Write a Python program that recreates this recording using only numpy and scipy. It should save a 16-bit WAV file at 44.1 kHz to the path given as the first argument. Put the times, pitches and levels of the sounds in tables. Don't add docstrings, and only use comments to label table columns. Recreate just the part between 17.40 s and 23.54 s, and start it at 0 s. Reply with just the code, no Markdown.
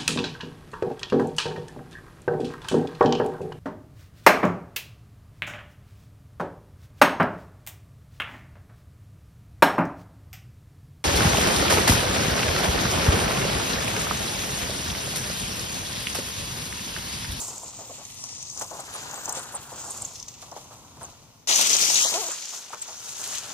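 import sys
import numpy as np
from scipy import signal
from scipy.fft import rfft, irfft, next_fast_len
from scipy.io import wavfile
from scipy.ndimage import uniform_filter1d, map_coordinates

SR = 44100
rng = np.random.default_rng(int(sys.argv[2]) if len(sys.argv) > 2 else 0)


def to_wav(sig):
    pcm = np.clip(np.atleast_2d(sig), -1, 1) * 32767
    pcm = np.round(pcm).astype(np.int16)
    wavfile.write(sys.argv[1], SR, pcm.T)


def attenuation_scalar(level_db):
    decades = np.asarray(level_db, float) / 20
    return 10 ** decades


N = 270731

# time in seconds, strength in dB, crackle ridge in Hz,
# dulling of the finest dust by the ground in dB.
CRUSHING = [
    [(0, -38, 6980, -4.5), (.12, -42.5, 7000, -10), (.35, -45, 6800, -11.5), (.58, -45.5, 7000, -8),
     (.68, -47.5, 6400, -4.5), (.83, -45, 6150, -7.5), (1.02, -41, 6140, -17), (1.15, -43, 6320, -9),
     (1.45, -47, 6630, -4), (1.85, -45, 6745, -3.5), (2.28, -51.5, 6870, -1), (2.4, -41, 7060, -6),
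     (2.7, -43.5, 6800, -10), (2.78, -48.5, 5900, -9.5), (2.9, -51, 6300, -9), (3.45, -56.5, 6380, -5),
     (4.07, -65, 6110, -9)],
    [(4.08, -23.5, 6200, -8), (4.3, -24.5, 6150, -6), (4.46, -24.5, 5750, -6), (4.57, -22.5, 6400, -9),
     (4.68, -26, 6300, -7.5), (4.8, -32, 6300, -7), (4.86, -34, 6600, -7.5), (4.92, -33, 7000, -13),
     (5.02, -40, 6100, -9.5), (5.175, -37.5, 6400, -9), (5.19, -41.5, 6300, -6), (5.28, -48, 5940, -6),
     (5.4, -48, 6570, -8), (5.54, -44, 6100, -6.5), (5.75, -39.5, 6410, -4), (5.975, -34, 6450, -5.5),
     (6.0, -42, 6370, -2.5), (6.14, -43, 6360, -2.5)],
]
# time in seconds, rumble in dB, limit in Hz above which
# the ground echo cancels it, coarseness of the litter in dB.
TYRE_LOAD = [
    [(0, -45, 1230, -6.5), (.47, -54.5, 1230, 2), (.65, -60, 1230, 6.5), (1.14, -55.5, 1230, -2),
     (1.6, -43.5, 1890, 5), (1.9, -42, 1866, 0.5), (2.2, -48.5, 1870, 4), (2.5, -43, 1380, -6),
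     (2.85, -59.5, 1240, 2), (3.12, -52.5, 1240, 2.5), (3.8, -58, 1340, 4.5), (4.07, -67, 1320, 3)],
    [(4.08, -36, 1860, 5.5), (4.5, -37.5, 1610, 3), (4.66, -40.5, 1600, 0), (4.76, -41, 1580, 3),
     (4.92, -49, 1770, 2), (5.05, -53, 1860, 6), (5.2, -50.5, 1800, 0.5), (5.28, -54, 1920, 5.5),
     (5.62, -51.5, 1750, 0.5), (6.0, -45.5, 1840, 5.5)],
]
# time in seconds, lift in dB, fade in ms.
PLOUGHS = [(0.0, 4, 170), (1.196, 6.5, 19), (1.222, 10.5, 7.6), (1.39, 1, 29), (1.54, 2.5, 110),
           (1.89, 4, 22), (1.96, 6.5, 59), (2.14, 1.5, 31), (2.5, 3.5, 140), (3.022, 9, 34), (3.168, 7, 42),
           (3.33, 4, 24), (3.61, 7.5, 160), (3.702, 4, 20), (5.33, 5, 27), (5.425, 8, 20), (5.69, 3, 20),
           (5.8, 0.5, 20)]
# time in seconds, lift in dB, fade in ms.
CLUMPS = [(.18, -8, 6.5), (.27, 2, 9.9), (.39, 3, 28), (.84, 3, 12), (.89, 6, 7.2), (.95, 3, 10),
          (2.668, -3, 7.7), (2.7, -4, 6), (2.757, 8.5, 18), (2.797, 6, 5), (2.828, 5, 6.3),
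          (2.884, 13, 9.3), (2.94, 6, 5), (4.112, 2, 12), (4.157, 2, 10), (4.187, 3.5, 21), (4.212, 8.5, 8),
          (4.229, 3, 6), (4.256, -1, 5), (4.271, 3.5, 5), (4.28, -2, 20), (4.302, 4.5, 22),
          (4.331, 6.5, 11), (4.366, -1.5, 5), (4.393, 1, 4), (4.413, 3, 18), (4.457, -1, 6.8),
          (4.48, 0.5, 15), (4.544, -2, 7), (4.557, 6.5, 10), (4.573, 0, 5), (4.6, 1, 8), (4.612, 6, 8),
          (4.643, 1, 7.1), (4.661, 0, 2.1), (4.74, 5, 18), (4.918, 0, 6), (4.885, 1, 8), (4.96, 2, 10),
          (5.11, -1, 9.2), (5.48, 6, 7.2), (5.84, 4, 8), (5.9, -2.5, 15), (6.07, -3, 8), (6.115, 1, 15)]
# frequency in Hz, level in dB per Hz.
LEAF_COLOUR = [(710, -51), (1200, 24), (1490, -0.5), (1940, -3.5), (2100, -8.5), (2890, -7), (4470, -7),
               (6570, -1.5), (7330, -6), (9330, -18.5), (14900, -28.5), (15800, -20), (16500, -96)]
# start and end in seconds, from and to in Hz.
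DUST_NOTCHES = [
    (0.264, 0.547, 12100, 8950),
    (0.716, 1.186, 15000, 10000),
    (1.68, 2.047, 8750, 12700),
    (2.337, 2.47, 10640, 10500),
    (2.86, 2.998, 11200, 10020),
]
# start and end in seconds, from and to in Hz.
NEAR_NOTCHES = [
    (4.596, 4.72, 1860, 3100),
]
# time in seconds, peak in dB, pitch in Hz.
FAR_SNAPS = [(0.0165, -21, 6900), (0.18, -24.5, 6800), (0.196, -43, 6800), (0.6519, -25, 6500),
             (0.839, -22, 6100), (1.0271, -21, 6400), (1.0984, -25.5, 6120), (1.1488, -36, 6020),
             (1.1747, -24.5, 6100), (1.196, -20, 6900), (1.402, -27, 7600), (1.507, -34, 6400),
             (1.7112, -23.5, 6740), (1.742, -22.5, 6840), (1.856, -19, 6500), (1.894, -16.5, 6300),
             (1.925, -18, 7560), (1.9503, -22, 6750), (1.9713, -25, 6300), (2.124, -30, 7600),
             (2.502, -32, 6500), (2.5037, -28, 7030), (2.575, -26, 6760), (2.6208, -29, 8230),
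             (2.6514, -38, 6950), (2.799, -27, 5700), (2.827, -24, 5760), (2.883, -25.5, 6500),
             (3.1152, -27.5, 5800)]
# time in seconds, peak in dB, pitch in Hz.
NEAR_SNAPS = [(4.159, -6, 6540), (4.3663, -9, 6140), (4.4126, -12, 5950), (4.457, -9, 6160),
              (4.4795, -14, 6630), (4.5438, -4, 6250), (4.6416, -14, 6250), (4.7395, -23, 6800),
              (4.8816, -21, 7140), (4.917, -19.5, 7100), (5.0225, -40, 6260), (5.0545, -21.5, 6100),
              (5.417, -33, 7300), (5.4805, -30, 5460), (5.7998, -27, 6490), (5.84, -23, 6600),
              (6.1187, -23, 6060)]
# time in seconds, peak in dB, pitch in Hz.
STALK_TICKS = [(.1316, -34, 6900), (.652, -32, 7000), (1.021, -32, 6600), (1.217, -23, 7000),
               (1.226, -27, 6900), (1.244, -26, 6000), (1.263, -26, 6850), (1.856, -25, 6800),
               (1.893, -15, 9450), (1.925, -19, 7950), (4.661, -15, 6300), (4.718, -20, 6300),
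               (4.8, -22, 6500), (5.297, -29, 6950), (5.4, -37, 8000), (5.589, -33, 7000),
               (5.665, -26, 6800), (5.692, -30, 7200), (5.816, -17, 6600), (5.876, -17, 8600),
               (5.942, -16, 6460), (5.984, -11.5, 6340)]
# frequency in Hz, level in dB per Hz.
RUMBLE_COLOUR = [(88, -60), (150, -6), (323, -8), (412, -5), (519, -5.5), (982, -1), (1240, -5), (1420, -1),
                 (2400, -13.5), (3120, -50), (5280, -120)]
# time in seconds, peak in dB, pitch in Hz, length in ms.
FAR_THUMPS = [(0.081, -36, 700, 9.7), (0.23, -33, 680, 20), (0.388, -35.5, 710, 78),
              (0.495, -35.5, 580, 25), (0.581, -38.5, 764, 62), (0.62, -45, 900, 17), (0.837, -38, 825, 30),
              (1.163, -40.5, 905, 210), (1.211, -26, 835, 14.4), (1.309, -31, 775, 61),
              (1.39, -29, 836, 25), (1.477, -36, 1220, 26), (1.549, -33, 910, 23), (1.653, -43, 905, 15),
              (1.701, -34, 1070, 3.4), (1.732, -29, 950, 30), (1.776, -30.5, 880, 8.6),
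              (1.877, -26, 820, 31), (1.925, -31, 960, 410), (1.968, -30, 580, 18), (2.139, -28, 865, 30),
              (2.317, -32, 650, 26), (2.576, -37.5, 860, 80), (2.628, -36, 620, 12),
              (3.025, -36.5, 850, 18), (3.117, -30.5, 740, 20), (3.163, -27, 736, 19.4),
              (3.309, -37.5, 850, 41), (3.569, -40.5, 790, 18), (3.61, -33.5, 816, 57)]
# time in seconds, peak in dB, pitch in Hz, length in ms.
NEAR_THUMPS = [(4.092, -23, 783, 48), (4.191, -20.5, 750, 25), (4.299, -29.5, 356, 50),
               (4.348, -26.5, 550, 10), (4.423, -31, 506, 11), (4.499, -24.5, 750, 16),
               (4.529, -54, 1075, 16), (4.647, -25.5, 705, 13), (4.719, -29, 684, 42),
               (5.483, -37, 780, 28), (5.753, -54, 955, 22.7), (5.868, -41, 764, 12.3),
               (5.925, -34, 1320, 30), (6.052, -46, 1382, 8.2)]
# time in seconds, peak in dB, pitch in Hz, length in ms.
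SHELL_KNOCKS = [
    (4.885, -36, 375, 6),
    (4.905, -29.5, 1380, 23),
    (5.132, -31.5, 950, 18),
    (5.302, -31.5, 820, 5.5),
    (5.328, -22.5, 1090, 14),
    (5.336, -34, 560, 12),
    (5.338, -32.5, 2170, 7.9),
]
# time in seconds, slips per second, level in dB.
SKID = [
    (4.715, 335, -67),
    (4.742, 308, -37),
    (4.761, 338, -34),
    (4.797, 460, -38),
    (4.835, 332, -43.5),
    (4.876, 320, -47),
    (4.894, 520, -41.5),
    (4.911, 720, -57),
    (4.926, 760, -63),
]
# frequency in Hz, level in dB.
SKID_BODY = [(200, -22), (420, -2.5), (680, 2), (1000, -5.5), (1400, -13), (2200, -36)]
# time in seconds, mesh in Hz, level in dB.
WHINE = [
    (0.8, 8950, -50),
    (0.898, 8770, -55.5),
    (0.98, 9070, -51),
    (1.05, 9280, -59),
    (1.12, 9400, -55),
    (1.17, 8940, -51),
]
# time in seconds, from and to in Hz, length in ms, level in dB.
SQUEALS = [(.075, 9000, 7300, 18, -40.5), (1.755, 9200, 7600, 18, -41), (2.44, 9000, 7400, 16, -43),
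           (4.124, 3990, 3970, 16, -40), (0.233, 9200, 6750, 17, -41), (1.392, 9900, 7650, 19, -40),
           (1.537, 10100, 8700, 31, -38.5), (1.994, 9400, 8600, 4.2, -40), (2.13, 10600, 10600, 11, -50),
           (2.147, 9700, 7300, 25, -33.5), (2.505, 9270, 6940, 16, -35), (2.618, 9380, 7170, 11, -33),
           (2.649, 7020, 6830, 9.6, -32), (3.618, 10800, 10700, 9.9, -53), (3.628, 9300, 6360, 30, -41),
           (5.415, 8000, 7640, 10, -31)]
# time in seconds, lead of the left microphone in ms, left over right in dB.
BEARING = [(0, -0.032, 0), (.5, 0.074, 0.5), (1.0, 0.1, 2), (1.55, 0.17, 1), (2.0, 0.1, 1.5),
           (2.6, 0.017, 0), (3.2, -0.087, 0.5), (4.066, -0.059, 0), (4.074, 0.3, 3), (4.45, 0.408, 4.5),
           (4.75, 0.11, 2), (4.95, 0.036, 1.5), (5.4, -0.056, 1), (6.14, -0.029, 1.5)]
# frequency in Hz, level in dB per Hz.
TRAFFIC_COLOUR = [(12, -40), (20, -18), (44, -5), (129, 5), (185, -4.5), (266, -4), (342, -6), (1040, -17),
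                  (1410, -24), (2210, -18), (6360, -20), (8170, -27), (15500, -23)]
# time in seconds, level of the hum in dB.
HUM_DUCK = [
    (3.7, -7.5),
    (4.07, -11),
    (4.1, -7),
    (4.68, -10),
    (5.09, -26),
    (6.14, -6),
]
# frequency in Hz, difference in dB.
PORTS = [(100, 0.5), (2400, 1), (4400, 1), (6500, 2), (9000, -3), (15000, 0)]

CRACKLE_HZ = 6500
PLOUGH_RISE_MS, CLUMP_RISE_MS = 16, 2.4
LARGE_LIFT, DUST_LIFT, CLUMP_DUST = 0.99, 1.39, 0.68
LARGE_BY_CRUSH, LARGE_BY_LOAD, LARGE_DB = 0.73, 0.41, -1
NOTCH_DEPTH = 0.97
PINION_TEETH = 19
SCATTER_DB, SCATTER_ABOVE_HZ = -3.5, 1730
HUM_DB, AIR_DB = -46.5, -60
CHANGE_S, CHANGE_FADE_S, CHANGE_JUMP = 4.0725, 0.016, 0.83


def leaves():
    crush_db, ridge_hz, dulling_db = by_shot(CRUSHING)
    load_db, _, coarse_db = by_shot(TYRE_LOAD)
    plough_db = plunges(PLOUGHS, PLOUGH_RISE_MS)
    clump_db = plunges(CLUMPS, CLUMP_RISE_MS)
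    lift_db = plough_db + clump_db
    large_db = LARGE_BY_CRUSH * crush_db + LARGE_BY_LOAD * load_db + LARGE_LIFT * lift_db
    large_db = large_db + coarse_db + LARGE_DB + 0.5
    crackle_db = crush_db + lift_db - 0.5
    dust_db = crush_db + dulling_db + DUST_LIFT * plough_db + CLUMP_DUST * clump_db + 0.4

    lumps = crunches(per_s=90, fade_ms=4, depth=0.35)
    fractures = (grains(5500, 2.3) + 0.5 * rng.standard_normal((2, N))) * lumps
    large = attenuation_scalar(1.6 * drift(30)) * coloured(fractures, LEAF_COLOUR, 2150, 4700)
    dust = attenuation_scalar(1.6 * drift(30)) * coloured(fractures, LEAF_COLOUR, 8600, 20000)
    small = fractures[::-1]
    ridge = 0.85 * coloured(small, LEAF_COLOUR, 6850, 7900)
    crackle = rms_one(coloured(small, LEAF_COLOUR, 3950, 7800) + ridge)
    slide = np.exp(2j * np.pi * np.cumsum(ridge_hz - CRACKLE_HZ) / SR)
    analytic = signal.hilbert(crackle, next_fast_len(N))[:, :N]
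    crackle = attenuation_scalar(1.3 * drift(35)) * np.real(analytic * slide)

    large = attenuation_scalar(large_db) * ground_echo(large, NEAR_NOTCHES)
    dust = attenuation_scalar(dust_db) * ground_echo(dust, DUST_NOTCHES)
    return large + attenuation_scalar(crackle_db) * crackle + dust


def twigs():
    breaks = FAR_SNAPS + NEAR_SNAPS
    count = len(breaks)
    ticks = hits(breaks, np.full(count, 0.6), width=0.97, rise_ms=0.05, offset_db=-12.5, body=0)
    rings = hits(breaks, np.full(count, 3.3), width=0.28, rise_ms=0.062, offset_db=-2, body=0)
    stalk_ms = np.full(len(STALK_TICKS), 0.8)
    stalks = hits(STALK_TICKS, stalk_ms, width=0.43, rise_ms=0.05, offset_db=-3.5, body=0)
    return ticks + rings + stalks


def tyres():
    rumble_db, top_hz, _ = by_shot(TYRE_LOAD)
    drumming = grains(900, 2.5) + 0.8 * rng.standard_normal((2, N))
    drumming = drumming * crunches(per_s=60, fade_ms=12, depth=0.6)
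    bright = np.clip((top_hz - 1250) / 550, 0, 1)
    dull = coloured(drumming, RUMBLE_COLOUR, 180, 1250)
    full = coloured(drumming, RUMBLE_COLOUR, 180, 1850)
    return attenuation_scalar(rumble_db - 0.5) * ((1 - bright) * dull + bright * full)


def chassis_thumps():
    thumps = FAR_THUMPS + NEAR_THUMPS
    return hits(thumps, np.array(thumps)[:, 3], width=0.96, rise_ms=0.27, offset_db=0, body=1)


def shell_knocks():
    lengths_ms = np.array(SHELL_KNOCKS)[:, 3]
    return hits(SHELL_KNOCKS, lengths_ms, width=0.6, rise_ms=1.9, offset_db=-3.5, body=1)


def skid():
    per_s, db = in_time(with_ends(SKID, 0.01, 0.011, -90))
    per_s = uniform_filter1d(per_s, size=300) * (1 + 0.04 * drift(90))
    turns = 2 * np.pi * np.cumsum(per_s) / SR
    hz, body_db = np.transpose(SKID_BODY)
    stack = np.zeros(N)
    for k in range(1, 6):
        stack += attenuation_scalar(np.interp(k * per_s, hz, body_db)) * np.sin(k * turns)
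    return attenuation_scalar(db + 4.5 + 1.6 * drift(75)) * stack


def motor():
    mesh_hz, db = in_time(with_ends(WHINE, 0.1, 0.047, -80))
    turns = 2 * np.pi * np.cumsum(mesh_hz * (1 + 0.0084 * drift(187))) / SR / PINION_TEETH
    whine = np.zeros(N)
    for k, lift_db in enumerate([3, 4, 3, 0, -2, -4, -6, -8, -2, -9]):
        flutter = attenuation_scalar(lift_db + 3.5 * drift(25))
        whine += flutter * np.sin((PINION_TEETH - 8 + k) * turns + k * k)
    return attenuation_scalar(db) * whine


def squeals():
    out, flutter = np.zeros(N), 1 + 1.56 * drift(500)
    for s, from_hz, to_hz, ms, db in SQUEALS:
        along = np.linspace(0, 1, int(ms * SR / 1000))
        hz = to_hz + (from_hz - to_hz) * (1 - along) ** 1.7
        tone = np.sin(2 * np.pi * np.cumsum(hz) / SR)
        at = round(s * SR)
        out[at:at + len(along)] += attenuation_scalar(db) * np.sin(np.pi * along) ** 0.22 * tone
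    return out * flutter


def traffic():
    mid, side = rng.standard_normal((2, N))
    hum = coloured(mid + 0.22 * side * [[1], [-1]], TRAFFIC_COLOUR, 10, 306)
    air = coloured(rng.standard_normal((2, N)), TRAFFIC_COLOUR, 390)
    hum_db = HUM_DB + in_time(HUM_DUCK)[0] + 1.2 * drift(6)
    lean = attenuation_scalar(np.array([[0.9], [-0.9]]))
    return attenuation_scalar(hum_db) * hum * lean + attenuation_scalar(AIR_DB) * air


def placed(common, scattered):
    lead_ms, pan_db = in_time(BEARING)
    high = signal.butter(1, SCATTER_ABOVE_HZ, "high", fs=SR, output="sos")
    side = attenuation_scalar(SCATTER_DB) * signal.sosfilt(high, scattered)
    heard_at = np.arange(N) - lead_ms * SR / 1000
    right = map_coordinates(common - side, [heard_at], order=5, mode="nearest")
    return np.array([(common + side) * attenuation_scalar(pan_db / 2), right * attenuation_scalar(-pan_db / 2)])


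def ground_echo(x, notches):
    t, depth, hz = np.arange(N) / SR, np.zeros(N), np.full(N, 11000.0)
    for start, end, from_hz, to_hz in notches:
        on = (t > start) & (t < end)
        along = (t[on] - start) / (end - start)
        depth[on] = NOTCH_DEPTH * np.sin(np.pi * along) ** 1.1
        hz[on] = from_hz + (to_hz - from_hz) * along
    late = np.arange(N) - SR / hz
    echo = np.array([map_coordinates(c, [late], order=3, mode="nearest") for c in x])
    return x - depth * echo


def plunges(table, rise_ms):
    out, t = np.zeros(N), np.arange(N) / SR
    for s, db, ms in table:
        near = slice(max(int(s * SR) - 2000, 0), int(s * SR) + SR)
        ago_ms = 1000 * (t[near] - s)
        rise = np.clip(1 + ago_ms / rise_ms, 0, 1)
        out[near] += db * rise * np.exp(-np.maximum(ago_ms, 0) / ms)
    return out


def crunches(per_s, fade_ms, depth):
    starts = rng.random(N) * (rng.random(N) < per_s / SR)
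    return 1 + depth * signal.lfilter([1], [1, -np.exp(-1000 / (fade_ms * SR))], starts)


def grains(per_s, spread_db):
    sizes = attenuation_scalar(spread_db * np.minimum(rng.exponential(1, (2, N)), 4))
    sizes = sizes * rng.choice([-1, 1], (2, N))
    return rms_one(sizes * (rng.random((2, N)) < per_s / SR))


def burst(hz, ms, width, rise_ms, noise, body):
    t = np.arange(noise.shape[1]) / SR
    shape = (1 - np.exp(-1000 * t / rise_ms)) * np.exp(-1000 * t / max(ms, 0.5))
    r, w = np.exp(-np.pi * width * hz / SR), 2 * np.pi * hz / SR
    ring = [1, -2 * r * np.cos(w), r * r]
    once = signal.lfilter([1, -1], ring, noise * shape)
    twice = signal.lfilter([1, body - 1], ring, once)
    return twice / np.max(np.abs(twice[0]))


def hits(table, lengths_ms, width, rise_ms, offset_db, body):
    out, noise = np.zeros((2, N + 4096)), rng.standard_normal((len(table), 2, 4096))
    for (s, db, hz, *_), ms, draw in zip(table, lengths_ms, noise):
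        at = round(s * SR)
        out[:, at:at + 4096] += attenuation_scalar(db + offset_db) * burst(hz, ms, width, rise_ms, draw, body)
    return out[:, :N]


def coloured(x, points, low_hz=10, high_hz=20000):
    size = next_fast_len(N)
    hz = np.arange(1, size // 2 + 2) * SR / size
    points_hz, points_db = np.transpose(points)
    db = np.interp(np.log(hz), np.log(points_hz), points_db)
    edges = 1 / np.sqrt((1 + (low_hz / hz) ** 14) * (1 + (hz / high_hz) ** 14))
    return rms_one(irfft(rfft(x, size) * attenuation_scalar(db) * edges, size)[..., :N])


def drift(rate):
    r = np.exp(-40 * np.pi * rate / SR)
    slow = signal.lfilter([1], [1, -2 * r, r * r], rng.standard_normal(N // 20 + 2002))[2000:]
    return np.interp(np.arange(N) / 20, np.arange(len(slow)), rms_one(slow))


def rms_one(x):
    return x / np.sqrt(np.mean(x ** 2) + 1e-20)


def in_time(rows):
    s, *columns = np.transpose(rows)
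    return [np.interp(np.arange(N) / SR, s, c) for c in columns]


def with_ends(rows, before_s, after_s, db):
    first = (rows[0][0] - before_s, rows[0][1], db)
    last = (rows[-1][0] + after_s, rows[-1][1], db)
    return [first] + rows + [last]


def by_shot(tables):
    since = np.arange(N) / SR - CHANGE_S
    near = (since > 0) * np.minimum(CHANGE_JUMP + (1 - CHANGE_JUMP) * since / CHANGE_FADE_S, 1)
    pairs = zip(in_time(tables[0]), in_time(tables[1]))
    return [(1 - near) * far + near * close for far, close in pairs]


def scene():
    common, scattered = leaves() + twigs() + tyres() + chassis_thumps() + shell_knocks()
    return placed(common + skid() + motor() + squeals(), scattered) + traffic()


def band_limit(x):
    return signal.sosfilt(signal.butter(12, 16680, fs=SR, output="sos"), x)


def record(dry):
    size, (hz, db) = next_fast_len(N), np.transpose(PORTS)
    bins_hz = np.arange(1, size // 2 + 2) * SR / size
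    tilt_db = np.interp(np.log(bins_hz), np.log(hz), db)
    heard = irfft(rfft(dry, size) * attenuation_scalar(tilt_db / 2 * [[1], [-1]]), size)[:, :N]
    rounded = 0.7 * np.tanh(heard / 0.7)
    mix = signal.sosfilt(signal.cheby2(14, 50, 15900, fs=SR, output="sos"), rounded)
    return band_limit(mix)


dry = scene()
out = record(dry)
to_wav(out)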